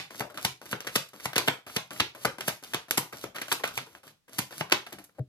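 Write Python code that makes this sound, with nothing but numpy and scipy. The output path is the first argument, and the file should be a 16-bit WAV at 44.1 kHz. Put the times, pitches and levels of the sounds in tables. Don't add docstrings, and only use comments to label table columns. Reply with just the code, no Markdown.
import sys
import numpy as np
from scipy import signal
from scipy.fft import rfft, irfft, next_fast_len
from scipy.io import wavfile

SR = 44100
rng = np.random.default_rng(int(sys.argv[2]) if len(sys.argv) > 2 else 0)


def store_pcm(level_fs):
    pcm = np.round(np.clip(level_fs, -1, 1) * 32767).astype(np.int16)
    wavfile.write(sys.argv[1], SR, np.atleast_2d(pcm).T)


N = 232888
PRE = 4410
TIME = np.arange(-PRE, N) / SR


def undb(db):
    return 10 ** (np.asarray(db) / 20)


def unit(x):
    return x / np.sqrt(np.mean(x ** 2))


def blow(x):
    return x * np.sqrt(.01 * SR / np.sum(x ** 2))


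def along(hz, table, axis=1):
    table = np.array(table, float)
    return np.interp(np.log(hz + 1), np.log(table[:, 0]), table[:, axis])


def colour(x, table):
    n = 2 * next_fast_len(x.shape[-1] // 2 + 512)
    outline = undb(along(np.fft.rfftfreq(n, 1 / SR), table))
    cepstrum = irfft(np.log(outline))
    cepstrum[1:n // 2] *= 2
    cepstrum[n // 2 + 1:] = 0
    response = np.exp(rfft(cepstrum))
    return irfft(rfft(x, n) * response)[..., :x.shape[-1]]


def add(track, s, x):
    i = max(0, int(s * SR) + PRE)
    x = x[..., :track.shape[-1] - i]
    track[..., i:i + x.shape[-1]] += x


def grit(n, spread_db):
    sizes_db = spread_db * np.repeat(rng.standard_normal(n // 8 + 1), 8)[:n]
    return unit(rng.standard_normal(n) * undb(sizes_db))


def walk(n, rate):
    knots = rng.standard_normal(1024)
    return np.interp(np.arange(n) / SR * rate, np.arange(len(knots)), knots)


BAND_EDGES = np.array([250, 700, 2200, 6000, 14000])


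def bands(x, band_db, bass_db):
    density_db = np.array(band_db) - 10 * np.log10(np.diff(BAND_EDGES) / (SR / 2))
    centres = np.sqrt(BAND_EDGES[1:] * BAND_EDGES[:-1])
    bass = (140, density_db[0] + bass_db)
    return colour(x, np.vstack([bass, np.c_[centres, density_db]]))


# frequency [Hz], relative density [dB per Hz].
STILL_AIR = [(30, -7.5), (120, -10.5), (300, -13.5), (1000, -21.5), (4000, -21), (14000, -30.5)]
QUIET_DB = -76.5


def still_air():
    sides = [unit(colour(rng.standard_normal(len(TIME)), STILL_AIR)) for _ in range(2)]
    return undb(QUIET_DB) * np.array(sides)


# frequency [Hz], left minus right [dB], right later by [ms].
MICROPHONES = [(100, 1.5, .06), (400, 5, 0.029), (970, 7.5, 0.085), (1290, 2, 0.045), (2700, -5, 0.19),
               (3800, -4, 0.19), (5770, 5, 0.28), (7790, -1, 0.23), (11800, 0, 0.1638)]


def microphones(n):
    hz = np.fft.rfftfreq(n, 1 / SR)
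    balance_db, lag_s = along(hz, MICROPHONES), along(hz, MICROPHONES, axis=2) / 1000
    return np.array([undb(balance_db / 2), undb(-balance_db / 2) * np.exp(-2j * np.pi * hz * lag_s)])


# frequency [Hz], level [dB], likeness of left and right [0-1].
ROOM_ECHO = [(131, 2.5, 0.99), (310, -5.5, 0.94), (810, -1, 0.22), (1600, -5, 0.47), (4150, -3, 0.05),
             (8650, -5, 0.2), (12500, -9, 1)]
# frequency [Hz], level [dB], T60 [s].
STANDING_WAVE = (130, -30, 0.32)
ROOM_T60_S = 0.26


def echo(build_s, spread_db, size=15000):
    t, hz = np.arange(size) / SR, np.fft.rfftfreq(size, 1 / SR)
    fade = undb(-60 * t / ROOM_T60_S) * (1 - np.exp(-(t / build_s) ** 2))
    shared, *own = (rfft(grit(size, spread_db) * fade) / np.linalg.norm(fade) for _ in range(3))
    like = np.clip(along(hz, ROOM_ECHO, axis=2), 0, 1)
    mix = np.sqrt(like) * shared + np.sqrt(1 - like) * np.array(own)
    field = mix * undb(along(hz, ROOM_ECHO))
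    reflections = irfft(field * microphones(size)) * (1 - (t / t[-1]) ** 2)
    mode_hz, mode_db, mode_t60 = STANDING_WAVE
    standing = np.sin(2 * np.pi * mode_hz * t) * undb(-60 * t / mode_t60)
    return reflections + undb(mode_db) * standing / np.linalg.norm(standing)


def room(x, size=4410):
    out, window = np.zeros((2, len(x))), signal.windows.cosine(2 * size)
    for i in range(0, len(x), size):
        piece = x[i:i + 2 * size]
        faded = piece * window[:len(piece)]
        add(out, TIME[i], signal.fftconvolve([faded], echo(build_s=0.0037, spread_db=4), axes=1))
    return out


# frequency [Hz], gain [dB].
CARD_COLOUR = [(40, -18.5), (130, -5.5), (280, -1), (520, -7.5), (1000, -4), (1400, -1.5), (1800, -2.5),
               (2200, 1.5), (2700, 1), (4200, -0.5), (6000, -0.5), (8300, -4), (11500, -0.5), (13800, -2.5),
               (14900, -3), (16000, -22.5)]


def card_stock(x):
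    return colour(x, CARD_COLOUR)


# frequency [Hz], width [Hz], strength [dB].
HAND_HOLLOWS = [(570, 130, 0), (1600, 373, -3)]


def cupped(x, shift, pitch=1, ring_db=0):
    out = x
    for hz, width_hz, db in HAND_HOLLOWS:
        centre = pitch * hz * np.exp(shift * rng.standard_normal())
        peak = signal.iirpeak(centre, hz / width_hz, fs=SR)
        out = out + undb(db + ring_db) * signal.lfilter(*peak, x)
    return out


def contact(rise_s, fall_s, flutter_db, flutter_s, spread_db, size=2600):
    t = np.arange(size) / SR
    decay = np.exp(-t / fall_s) + undb(flutter_db) * np.exp(-t / flutter_s)
    direct = grit(size, spread_db) * (1 - np.exp(-t / rise_s)) * decay
    click = signal.unit_impulse(size, int(fall_s * SR))
    return np.array([blow(direct), blow(click)])


# body, middle, snap, fizz [dB].
FLICK_TONE, LIFT_TONE = [-7, -1.5, -4.5, -11], [-5.5, -2, -7, -9.5]


def tick(db, tone, brightness=0, rise_s=0.0016, fall_s=0.002):
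    hit = contact(rise_s, fall_s, flutter_db=-12, flutter_s=0.011, spread_db=7.0)
    band_db = db + np.array(tone) + brightness * (np.arange(len(tone)) - 1)
    gains = undb([0, -1.5])[:, None]
    return gains * cupped(bands(hit, band_db, bass_db=-3.5), shift=0.091, pitch=0.99, ring_db=2.5)


# ratio to the first, level [dB].
GAP_OVERTONE = (2.4, -4.1)


def gap_note(end_hz, fall_ratio, glide_s, ring_s, overtone_db=0, size=3000):
    t = np.arange(size) / SR
    turns = np.cumsum(end_hz * (1 + (fall_ratio - 1) * np.exp(-t / glide_s))) / SR
    swell = t * np.exp(-t / ring_s) * (1 + 1.5 * walk(size, rate=500))
    ratio, db = GAP_OVERTONE
    wavering = np.sin(2 * np.pi * ratio * end_hz * t + .5 * walk(size, rate=280))
    second = wavering * np.exp(-t / ring_s)
    return blow(np.sin(2 * np.pi * turns) * swell) + undb(db + overtone_db) * blow(second * swell)


def snags(n, per_s, db, fall_s):
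    catches = (rng.random(n) < per_s / SR) * rng.exponential(size=n)
    return 1 + undb(db) * signal.lfilter([1], [1, -np.exp(-1 / (fall_s * SR))], catches)


# lift [s], end of slide [s], lift level [dB], note the air gap falls to [Hz],
# slide level at its start [dB], swell of the slide, a fade where negative [dB].
HAND_STROKES = [(0.106, 0.198, -46, 396, -56.5, 15), (0.3, 0.327, -47.5, 545, -68.5, 2),
                (0.343, .447, -47, 315, -57.5, 17), (0.616, 0.724, -46.5, 373, -58.5, 21),
                (0.847, 0.966, -46.5, 450, -58.5, 26), (1.134, 1.252, -48.5, 460, -61, 21.5),
                (1.408, 1.484, -38.5, 425, -57, 30), (1.666, 1.76, -44, 508, -54.5, 9.5),
                (1.908, 2.008, -39.5, 487, -52, 11.5), (2.15, 2.24, -45, 430, -59.5, 17),
                (2.384, 2.479, -41, 357, -57.5, 22), (2.625, 2.73, -49.5, 430, -57.5, 4),
                (2.885, 2.953, -50.5, 545, -59, -12), (3.126, 3.244, -42.5, 524.6, -57.5, 17),
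                (3.3478, 3.512, -42.5, 464, -62.5, 20), (3.597, 3.784, -44.5, 432, -64.5, 25.5),
                (3.864, 3.987, -50.5, 396, -66.5, 2), (4.033, 4.116, -52, 490, -62.5, -3.5),
                (4.281, 4.33, -57.5, 402, -67, 9), (4.33, 4.387, -74, 413, -53.5, 3),
                (4.508, 4.609, -48, 414, -53, 13.5), (4.864, 4.918, -67, 483, -63, -7.5),
                (4.925, 4.971, -43, 246, -76, 3), (4.987, 5.05, -48, 284, -68, -1),
                (5.149, 5.183, -73, 510, -81, 9)]
# body, middle, snap, fizz [dB].
SLIDE_TONE, DRAG_TONE = [-16, -9, 0.5, 1], [-3, -4, -6.5, -19.5]
SWELL_POWER = 4.6
DRAG_DB, DRAG_SHARE = -61.5, .35


def slides(grip_db, grain_db, release_s):
    out, t = np.zeros(len(TIME)), np.arange(SR // 3) / SR
    for start, end, _, _, slide_db, swell_db in HAND_STROKES:
        length = max(end - start, release_s)
        way = np.minimum(t / length / 0.99, 1)
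        db = slide_db + swell_db * way ** SWELL_POWER + grip_db * walk(len(t), rate=110)
        gate = np.clip(np.minimum(t, length + release_s - t) / release_s, 0, 1)
        friction = unit(grit(len(t), grain_db) * snags(len(t), per_s=55, db=7, fall_s=0.00084))
        hiss = bands(friction, SLIDE_TONE, bass_db=1.5) * undb(db)
        drag_db = DRAG_DB + DRAG_SHARE * (db - DRAG_DB)
        drag = cupped(bands(friction, DRAG_TONE, bass_db=3.5), shift=0.14) * undb(drag_db)
        add(out, start, (hiss + drag) * gate)
    return out


NOTE_DB = 1


def lifts():
    out = np.zeros((2, len(TIME)))
    for s, _, db, note_hz, *_ in HAND_STROKES:
        add(out, s - .0018, tick(db, LIFT_TONE, rise_s=.004, fall_s=0.0023))
        note = gap_note(note_hz, fall_ratio=1.4, glide_s=.011, ring_s=0.009)
        add(out, s, undb(db + NOTE_DB) * note)
    return out


# time [s], level [dB], brightness [dB per band].
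EDGE_FLICKS = [(.1449, -47, -1), (.222, -38.5, -6), (.3746, -34.5, 1), (0.659, -47, -1), (0.8049, -41, 4),
               (.8695, -33, 1.5), (.879, -40.5, 0), (1.087, -60.5, 8.5), (1.1996, -47.5, 2.5),
               (1.3324, -39, 1.5), (1.6985, -47.5, 0), (2.408, -34.5, 2.5), (2.493, -34.5, 1.5),
               (2.636, -46, 6.5), (2.988, -54.5, 17), (3.1325, -41.5, -3), (3.17, -58, 9),
               (3.2399, -35, -8.5), (3.359, -35.5, 1.5), (3.3841, -39, 0), (3.4157, -32.5, 2),
               (3.4822, -42.5, 2.5), (3.652, -36.5, 3), (3.6766, -38.5, 4.5), (3.783, -35.5, -2),
               (3.9512, -48.5, -1.5), (4.078, -54.5, 5.5), (4.524, -43, 0), (4.699, -45.5, 1.5),
               (4.709, -41, -1.5), (4.8655, -42, 0.5), (4.927, -48.5, 7.5), (4.9885, -67, 12.5),
               (5.041, -76, 19.5), (5.093, -62.5, -7)]
STRAY_COUNT = 2
STRAY_DB, STRAY_SPREAD_DB = -2, 5.5


def touches():
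    out = np.zeros((2, len(TIME)))
    for s, db, brightness in EDGE_FLICKS:
        add(out, s - .0008, tick(db, FLICK_TONE, brightness))
    for start, end, _, _, slide_db, _ in HAND_STROKES:
        for place, size in zip(rng.random(STRAY_COUNT), rng.standard_normal(STRAY_COUNT)):
            stray_db = slide_db + STRAY_DB + STRAY_SPREAD_DB * size
            add(out, start + place * (end - start), tick(stray_db, FLICK_TONE))
    return out


# time [s], level [dB], level of the trapped air [dB], note that air falls to [Hz].
PALM_LANDINGS = [(5.1931, -25.5, -38, 390)]
# frequency [Hz], relative level [dB], T60 [s].
HAND_AND_DECK_MODES = [(79.3, -14, 0.107), (128, 17.5, 0.07), (148, -8, 0.054), (192, -9, 0.092),
                       (284, -20, 0.16), (370, -16, 0.1), (458, -27, 0.13), (624, -5, .06)]
PALM_ROOM_DB = -20


def palm(push_s, size=6000):
    out, t = np.zeros(len(TIME)), np.arange(size) / SR
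    ring = sum(undb(db - 60 * t / t60) * np.sin(2 * np.pi * hz * t) for hz, db, t60 in HAND_AND_DECK_MODES)
    push = 1 - np.exp(-(t / push_s) ** 2)
    for s, db, air_db, note_hz in PALM_LANDINGS:
        note = gap_note(note_hz, fall_ratio=1.62, glide_s=0.015, ring_s=0.007, overtone_db=-20)
        touch = tick(db - 27.5, LIFT_TONE, brightness=-2, rise_s=0.0037, fall_s=.006)[0]
        add(out, s - .009, undb(air_db) * note)
        add(out, s - .009, touch)
        add(out, s, undb(db) * blow(ring * push))
    return out


def puff(hz, width_s, size=1500):
    t = np.arange(size) / SR - 2 * width_s
    return blow(-np.cos(2 * np.pi * hz * t) * np.exp(-(t / width_s) ** 2))


# time [s], level [dB], air puff level [dB], snap and fizz relative to the level [dB],
# first contact earlier by [ms], pitch of the hands' hollow before its scatter [ratio].
LANDINGS = [(-.016, -31.5, -32.5, 5.5, -4.5, 1.04, 1.04), (0.207, -27, -36, -14, -13.5, 4.2, 1.17),
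            (0.4504, -29.5, -26, 4.5, 1.5, 3.8, 0.56), (0.7293, -29, -32.5, -7, -18.5, 2.37, 0.89),
            (0.9591, -27.5, -27.5, 5, 1, 4.8, 0.86), (1.257, -32.5, -32, -3, -2.5, 2.78, 1.2),
            (1.363, -27, -32.5, 1, -5, 6, 0.99), (1.3807, -27, -49, 4, -0.5, 1.45, 0.71),
            (1.483, -23.5, -29.5, 1.5, -35, 7.26, 0.95), (1.7656, -29, -28.5, 3.5, -3.5, 3.9, 0.7),
            (2.0032, -26, -28.5, 6, -8.5, 5.43, 0.61), (2.2527, -23, -29.5, -6.5, -8, 4.85, 0.93),
            (2.4818, -29.5, -31.5, -2, 3, 3.9, 1.07), (2.745, -29.5, -34.5, 1.5, -4.5, 10.3, 0.74),
            (2.9099, -30.5, -51, 3, 6.5, .6, 0.82), (2.978, -26, -29, -2, 3.5, 4.5, .63),
            (3.519, -29, -46, 2, -4.5, 3.97, 0.67), (3.5253, -30.5, -49, 0.5, 4.5, 1.48, 0.57),
            (3.6406, -26, -66, -5.5, -15, 4.8, 0.88), (3.7768, -35, -40.5, 2.5, -4, 0.6, 1.34),
            (4.3893, -31.5, -28.5, 2, 5.5, 6, 0.57), (4.61, -30, -31.5, -5, -18, 3, 1.11),
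            (4.7233, -21.5, -43, 3, -7, 4.18, 0.64)]
SLAP_BODY_DB, CORNER_DB, SLAP_ROOM_DB = -2.5, -5, -1.93
PUFF_HZ, PUFF_SCATTER = 152, .12


def slaps():
    out, gains = np.zeros((2, len(TIME))), undb([0, SLAP_ROOM_DB])[:, None]
    for s, db, puff_db, snap, fizz, lead_ms, pitch in LANDINGS:
        tone = db + np.array([SLAP_BODY_DB, 0, snap, fizz])
        slant = np.clip(lead_ms, .25, 1)
        scrape = contact(rise_s=0.0018, fall_s=0.0033, flutter_db=-7.5, flutter_s=0.0048, spread_db=1.5)[0]
        corner = cupped(bands(scrape, tone + CORNER_DB, bass_db=-12), shift=0.39)
        hit = contact(rise_s=0.0012 * slant ** 2, fall_s=.0018 * slant,
                      flutter_db=-12, flutter_s=0.0075 * slant, spread_db=1.0)
        flat = cupped(bands(hit, tone, bass_db=-10.0), shift=0.022, pitch=pitch)
        puff_hz = PUFF_HZ * np.exp(PUFF_SCATTER * rng.standard_normal())
        air = undb(puff_db) * puff(puff_hz, width_s=0.0039)
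        add(out, s - lead_ms / 1000, slant ** 2 * gains * corner)
        add(out, s - .0009, gains * flat)
        add(out, s - .0033, undb([0, -9])[:, None] * air)
    return out


def scene():
    rubbing = slides(grip_db=0.5, grain_db=1.5, release_s=0.0022)
    near, far = card_stock(slaps() + lifts() + touches() + rubbing)
    thud = palm(push_s=0.023)
    direct = irfft(rfft(near + thud) * microphones(len(TIME)), len(TIME))
    reflected = room(far + undb(PALM_ROOM_DB) * thud)
    return (direct + reflected + still_air())[:, PRE:]


LOW_CUT_HZ, TOP_HZ = 40, 16400


def record(dry):
    thin = signal.sosfilt(signal.butter(2, LOW_CUT_HZ, "high", fs=SR, output="sos"), dry)
    return signal.sosfilt(signal.ellip(8, .2, 70, TOP_HZ, fs=SR, output="sos"), thin)


dry = scene()
out = record(dry)
store_pcm(out)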